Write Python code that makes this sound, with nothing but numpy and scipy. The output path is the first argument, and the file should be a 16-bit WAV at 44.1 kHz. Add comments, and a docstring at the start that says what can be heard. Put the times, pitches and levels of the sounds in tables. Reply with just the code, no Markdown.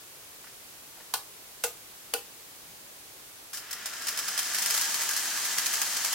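"""A small, quiet room with a model railway on a wooden table.
Three solenoid point switches snap over half a second apart; each impact excites the baseboard's modes.
Then a two-car electric train pulls away and rounds the near curve. Its drive whirrs, its wheels hiss
and click over the rail joints, and all of this passes through the resonances of car bodies and track.
Beneath lie a steady hiss and a few faint knocks."""
import sys
import numpy as np
from scipy import signal
from scipy.fft import rfft, irfft
from scipy.io import wavfile

SR = 44100
rng = np.random.default_rng(int(sys.argv[2]) if len(sys.argv) > 2 else 0)


def unload_audio(sound):
    """Save the sound as a 16-bit wav file, at the path given as the first command line argument."""
    columns = np.transpose(np.atleast_2d(sound))
    # keep every value between -1 and 1, then stretch to whole-number steps
    steps = np.round(np.clip(columns, -1, 1) * 32767)
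    wavfile.write(sys.argv[1], SR, steps.astype(np.int16))


N = 270774

DEPART_S, SPEED_UP_S = 3.531, 1.21
BITE_S, BITE_WIDTH_S, BITE_DB = 4.77, 0.15, 2  # the flanges bite on entering the curve
def train():
    """Source and filter: contact noise grows as a power of speed and excites the cars and track."""
    t = np.arange(N) / SR
    speed = np.clip((t - DEPART_S) / SPEED_UP_S, 0, 1)
    bite = from_db(BITE_DB * np.exp(-((t - BITE_S) / BITE_WIDTH_S) ** 2))
    rail_force = speed ** 1.17 * bite
    contact = drive_whirr(speed) + wheel_hiss(rail_force) + clicks(rail_force)
    balance = from_db([[0.28], [-0.28]])  # slightly to the left
    return room(body_resonances(contact, t), wet_db=-9) * balance


# Spectrum of motor and gears: f/Hz, relative level/dB
DRIVE_SPECTRUM = [(60, -39), (140, -31), (200, -10), (350, -13), (540, -12), (680, -6), (1000, -5),
                  (1400, 0), (1800, 0), (2300, -2.5), (3500, -5), (8000, -14.5), (16000, -46)]
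def drive_whirr(speed):
    """Gear noise: its amplitude grows roughly as the square root of speed."""
    force = from_db(-40) * speed ** 0.52 * contact_noise(grain_db=0, sway_db=0.5)
    return colour(force, DRIVE_SPECTRUM)


# Spectrum of wheels on rails: f/Hz, relative level/dB
WHEEL_SPECTRUM = [(200, -39), (1200, -15), (2500, -6.5), (3900, -4), (5000, -0.5), (6400, 2.5), (8000, 0.5),
                  (10000, -3), (13000, -5.5), (16000, -8)]
def wheel_hiss(rail_force):
    """Rolling noise: its amplitude is proportional to the force on the rail."""
    force = from_db(-32.5) * rail_force * contact_noise(grain_db=1, sway_db=0.5)
    return colour(force, WHEEL_SPECTRUM)


# Spectrum of a click: f/Hz, relative level/dB
CLICK_SPECTRUM = [(150, -24), (700, -11.5), (1600, -1.5), (2500, -3), (3500, -3.5), (5500, 2.5), (7500, 1),
                  (10000, 0.5), (16000, -2)]
def clicks(rail_force, size=16384):
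    """Impact noise: jolts from joints and loose parts each release a broadband burst."""
    jolts = joint_jolts() + from_db(-25) * rail_force * rattle(per_s=55, t60=0.012)
    add(jolts, DEPART_S, from_db(-32) * blow(size, t60=0.27, rise=0.0013))  # the couplings jerk
    return colour(jolts * contact_noise(grain_db=1.5, sway_db=0), CLICK_SPECTRUM)


# Rail joint crossings: t/s, level/dB, wheel-to-wheel interval/s, number of wheels
JOINT_CROSSINGS = [(3.572, -35.5, 0, 1), (3.709, -29, 0.019, 2), (3.857, -25, 0, 1), (4.019, -39, 0, 1),
                   (4.069, -24.5, 0.014, 2), (4.173, -25, .0155, 2), (4.281, -24.5, 0, 1),
                   (4.376, -22, 0.013, 2), (4.545, -22.5, 0.038, 4), (4.706, -21.5, .035, 4),
                   (4.941, -22.5, 0.074, 4), (5.450, -25, 0, 1), (5.581, -21.5, 0.078, 4),
                   (5.967, -23.5, 0.079, 4)]
def joint_jolts(size=8192):
    """Impulsive excitation: each wheel in turn drops into the joint, and its chatter dies away."""
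    force = np.zeros(N)
    for start, level_db, gap, wheels in JOINT_CROSSINGS:
        for k in range(round(wheels)):
            add(force, start + k * gap, from_db(level_db) * blow(size, t60=0.07, rise=0.0007))
    return force


def rattle(per_s, t60):
    """Poisson process: loose couplings and bogies give decaying jolts of uneven height."""
    ticks = (rng.random(N) < per_s / SR) * rng.random(N)
    decay = from_db(-60 / (t60 * SR))
    return signal.lfilter([1], [1, -decay], ticks + 1e-18)


# Passage from the straight into the curve: t/s, share of curve (0-1)
CURVE_SHARE = [(4.4, 0), (4.7, 0.63), (5.3, 1), (5.8, 0.8)]
# Modes of car bodies and track bed: f/Hz, bandwidth/Hz, gain on straight/dB, gain in curve/dB
BODY_MODES = [(356, 22, -7, 4), (690, 72, -21, -22), (920, 150, -27, -1.5), (1196, 39, -5, -4.5),
              (1413, 74, -3, -33), (1460, 12, -12, -15), (1644, 38, -1.5, -1.5), (1727, 39, 1, 0),
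              (1986, 21, -20, 3), (3110, 130, -3.5, -2.5), (4400, 630, -24, -10), (5180, 310, -0.5, -24),
              (6470, 33, -15, 2), (12800, 700, -28, -9)]
def body_resonances(contact, t):
    """Forced vibration: other modes take over in the curve, where flanges press on the outer rail."""
    bend = np.interp(t, *np.transpose(CURVE_SHARE))
    sound = contact
    for hz, width, straight_db, curve_db in BODY_MODES:
        gain = (1 - bend) * from_db(straight_db) + bend * from_db(curve_db)
        sound = sound + gain * resonance(contact, hz, width)
    return sound


def contact_noise(grain_db, sway_db):
    """Amplitude modulation: tiny impacts roughen a noise whose force sways as the wheels turn."""
    grains = rms_one(from_db(grain_db * flutter(per_s=1500)))
    return stereo_noise(LAYOUT_COHERENCE) * grains * from_db(sway_db * flutter(per_s=90))


# Throws of the point switches: t/s, snap level/dB, snap T60/s
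SWITCH_THROWS = [(1.138, -18, 0.041), (1.6375, -19.5, 0.068), (2.1375, -15.5, 0.024)]
# Spectra of the plungers: f/Hz, relative level/dB for switch 1, 2, 3
SNAP_SPECTRA = [(100, -27, -18, -23), (280, -13, -9, -12), (597, -2, 5, 0), (895, 4, -1.5, -8),
                (1400, -2, -1, -1), (2180, -8, -3.5, -7.5), (2700, -3.5, 1, 9), (3570, -2, 1, -3.5),
                (4360, 2, -3, -0.5), (7040, -5.5, 3, 0), (8700, 0.5, 0.5, -2), (11500, -1.5, 0.5, 2.5),
                (14500, -2, 2, -2), (16000, -6, -5, -7)]
def switches(size=16384, slide_s=0.003):
    """Impact excitation: each solenoid plunger slides, slams home and sets the board ringing."""
    out = np.zeros((2, N))
    for k, (start, level_db, snap_t60) in enumerate(SWITCH_THROWS):
        force = from_db(-15.5) * blow(size, t60=0.037, rise=0.0033)  # slide
        add(force, slide_s, blow(size, snap_t60, rise=0.00039))  # slam
        spectrum = np.array(SNAP_SPECTRA)[:, [0, k + 1]]
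        snap = colour(force * stereo_noise(LAYOUT_COHERENCE, size), spectrum)
        add(out, start - slide_s, from_db(level_db) * room(snap, wet_db=-5.5))
        add(out, start, baseboard(k, size))
    return out


# Modes of baseboard and switch housings: f/Hz, T60/s, level/dB for switch 1, 2, 3
BASEBOARD_MODES = [(306, 0.11, -69, -55, -43), (440, 0.16, -52, -35, -34), (480, 0.16, -47, -26.5, -29),
                   (733, .12, -38, -35, -39), (800, 0.2, -38.5, -43, -37), (874, 0.15, -40, -36.5, -60),
                   (1020, 0.21, -41, -57, -47), (1233, 0.33, -51, -46, -57), (1440, 0.078, -36, -27.5, -30),
                   (1474, 0.1, -32.5, -32, -33), (2754, 0.065, -33, -32, -37.5),
                   (3190, 0.16, -40, -48, -48), (4120, 0.1, -34, -54, -39), (4890, 0.086, -50, -36, -37),
                   (7230, 0.072, -57, -30, -45), (9930, 0.038, -44, -21, -22),
                   (10750, 0.038, -28, -50, -45)]
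def baseboard(switch, size):
    """Modal superposition: damped sinusoids whose strengths depend on where the switch sits."""
    age = np.arange(size) / SR
    ring = np.zeros(size)
    for hz, t60, *levels_db in BASEBOARD_MODES:
        swing = np.sin(2 * np.pi * (hz * age + rng.random()))
        ring += from_db(levels_db[switch]) * swing * blow(size, t60, rise=0.0026)
    return ring


# Left-right coherence of the layout's sounds, the room's tail and the knocks: f/Hz, correlation
LAYOUT_COHERENCE = [(100, 0.61), (900, 0.83), (1900, 0.76), (3200, 0.54), (5200, 0.4), (7500, -0.016),
                    (10000, -0.13), (15000, -0.39)]
def room(x, wet_db, size=12288):
    """Reverberation: the near wall and the furniture return a short, dense tail."""
    tail = stereo_noise(LAYOUT_COHERENCE, size) * blow(size, t60=0.24, rise=0.0051)
    tail /= np.sqrt(np.sum(tail ** 2) / 2)
    return x + from_db(wet_db) * signal.fftconvolve(x, tail, axes=1)[:, :x.shape[1]]


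# Faint knocks in the room: t/s, level/dB, centre f/Hz, T60/s
ROOM_KNOCKS = [(.44, -47.5, 1300, 0.1), (.468, -46, 1700, 0.093), (.968, -52, 846, 0.26),
               (0.999, -50, 1710, .15), (2.649, -60, 149, 0.76)]
def knocks(size=16384):
    """Damped transients: each knock is a band of noise that decays exponentially."""
    out = np.zeros((2, N))
    for start, level_db, hz, t60 in ROOM_KNOCKS:
        thud = rms_one(resonance(stereo_noise(LAYOUT_COHERENCE, size), hz, width_hz=0.55 * hz))
        add(out, start, from_db(level_db) * thud * blow(size, t60, rise=0.0019))
    return out


# Spectrum of the background hiss: f/Hz, relative level/dB
HISS_SPECTRUM = [(15, -38), (25, -6), (45, -6.5), (85, -3), (130, -1), (220, -5), (300, -0.5), (450, 0),
                 (800, -1.5), (1500, -2.5), (6000, -2.5), (12000, -3), (16000, -4.5)]
# Its left-right coherence: f/Hz, correlation
HISS_COHERENCE = [(50, 0.81), (400, 0.42), (1000, 0.18), (2500, 0), (15000, 0.0083)]
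def still_air():
    """Stationary noise: a faint hiss, alike on both sides in the bass and diffuse in the treble."""
    return from_db(-47) * colour(stereo_noise(HISS_COHERENCE), HISS_SPECTRUM)


def from_db(db):
    """Decibels to amplitude ratio."""
    return 10 ** (np.asarray(db) / 20)


def rms_one(x):
    """Normalisation to unit power."""
    return x / np.sqrt(np.mean(x ** 2) + 1e-20)


def at_hz(points, size):
    """Interpolation of a table over log frequency at the bins of a transform."""
    hz, value = np.transpose(points)
    bin_hz = np.arange(size // 2 + 1) * SR / size
    return np.interp(np.log(bin_hz + 1), np.log(hz), value)


def stereo_noise(coherence, size=N):
    """Partial coherence: mid and side white noises mix to the given left-right correlation."""
    alike = np.clip(at_hz(coherence, size), -1, 1)
    mid, side = rfft(rng.standard_normal((2, size)))
    return rms_one(irfft(np.sqrt(1 + alike) * mid + np.sqrt(1 - alike) * side * [[1], [-1]], size))


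def colour(x, spectrum, size=8192):
    """Minimum-phase filtering to this spectrum; white noise keeps its power."""
    magnitude = rms_one(from_db(at_hz(spectrum, size)))
    cepstrum = irfft(np.log(magnitude))
    cepstrum[1:size // 2] *= 2  # folding makes the response causal
    cepstrum[size // 2 + 1:] = 0
    response = irfft(np.exp(rfft(cepstrum)))
    return signal.fftconvolve(x, response[None], axes=1)[:, :x.shape[1]]


def blow(size, t60, rise):
    """Impact envelope: quick rise, exponential decay, both times in seconds."""
    age = np.arange(size) / SR
    return (1 - np.exp(-age / rise)) * np.exp(-np.log(1000) * age / t60)


def resonance(x, hz, width_hz):
    """Damped resonator: a two-pole band-pass with unit peak gain."""
    r = np.exp(-np.pi * width_hz / SR)
    feedback = [1, -2 * r * np.cos(2 * np.pi * hz / SR), r * r]
    return signal.lfilter(np.array([1, 0, -1]) * (1 - r * r) / 2, feedback, x + 1e-18)


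def flutter(per_s):
    """Smooth random fluctuation of unit power."""
    return rms_one(np.interp(np.arange(N) / SR * per_s, np.arange(N), rng.standard_normal(N)))


def add(track, start, sound):
    """Superposition of a sound on a track, from start in seconds."""
    part = track[..., int(start * SR):][..., :sound.shape[-1]]
    part += sound[..., :part.shape[-1]]


def scene():
    """Linear superposition of the layout's sounds and the room's background."""
    return switches() + train() + still_air() + knocks()


def record(dry, cutoff_hz=15950):
    """Elliptic low-pass filtering cuts the highest treble steeply."""
    return signal.sosfilt(signal.ellip(12, .1, 80, cutoff_hz, fs=SR, output="sos"), dry)


dry = scene()
out = record(dry)
unload_audio(out)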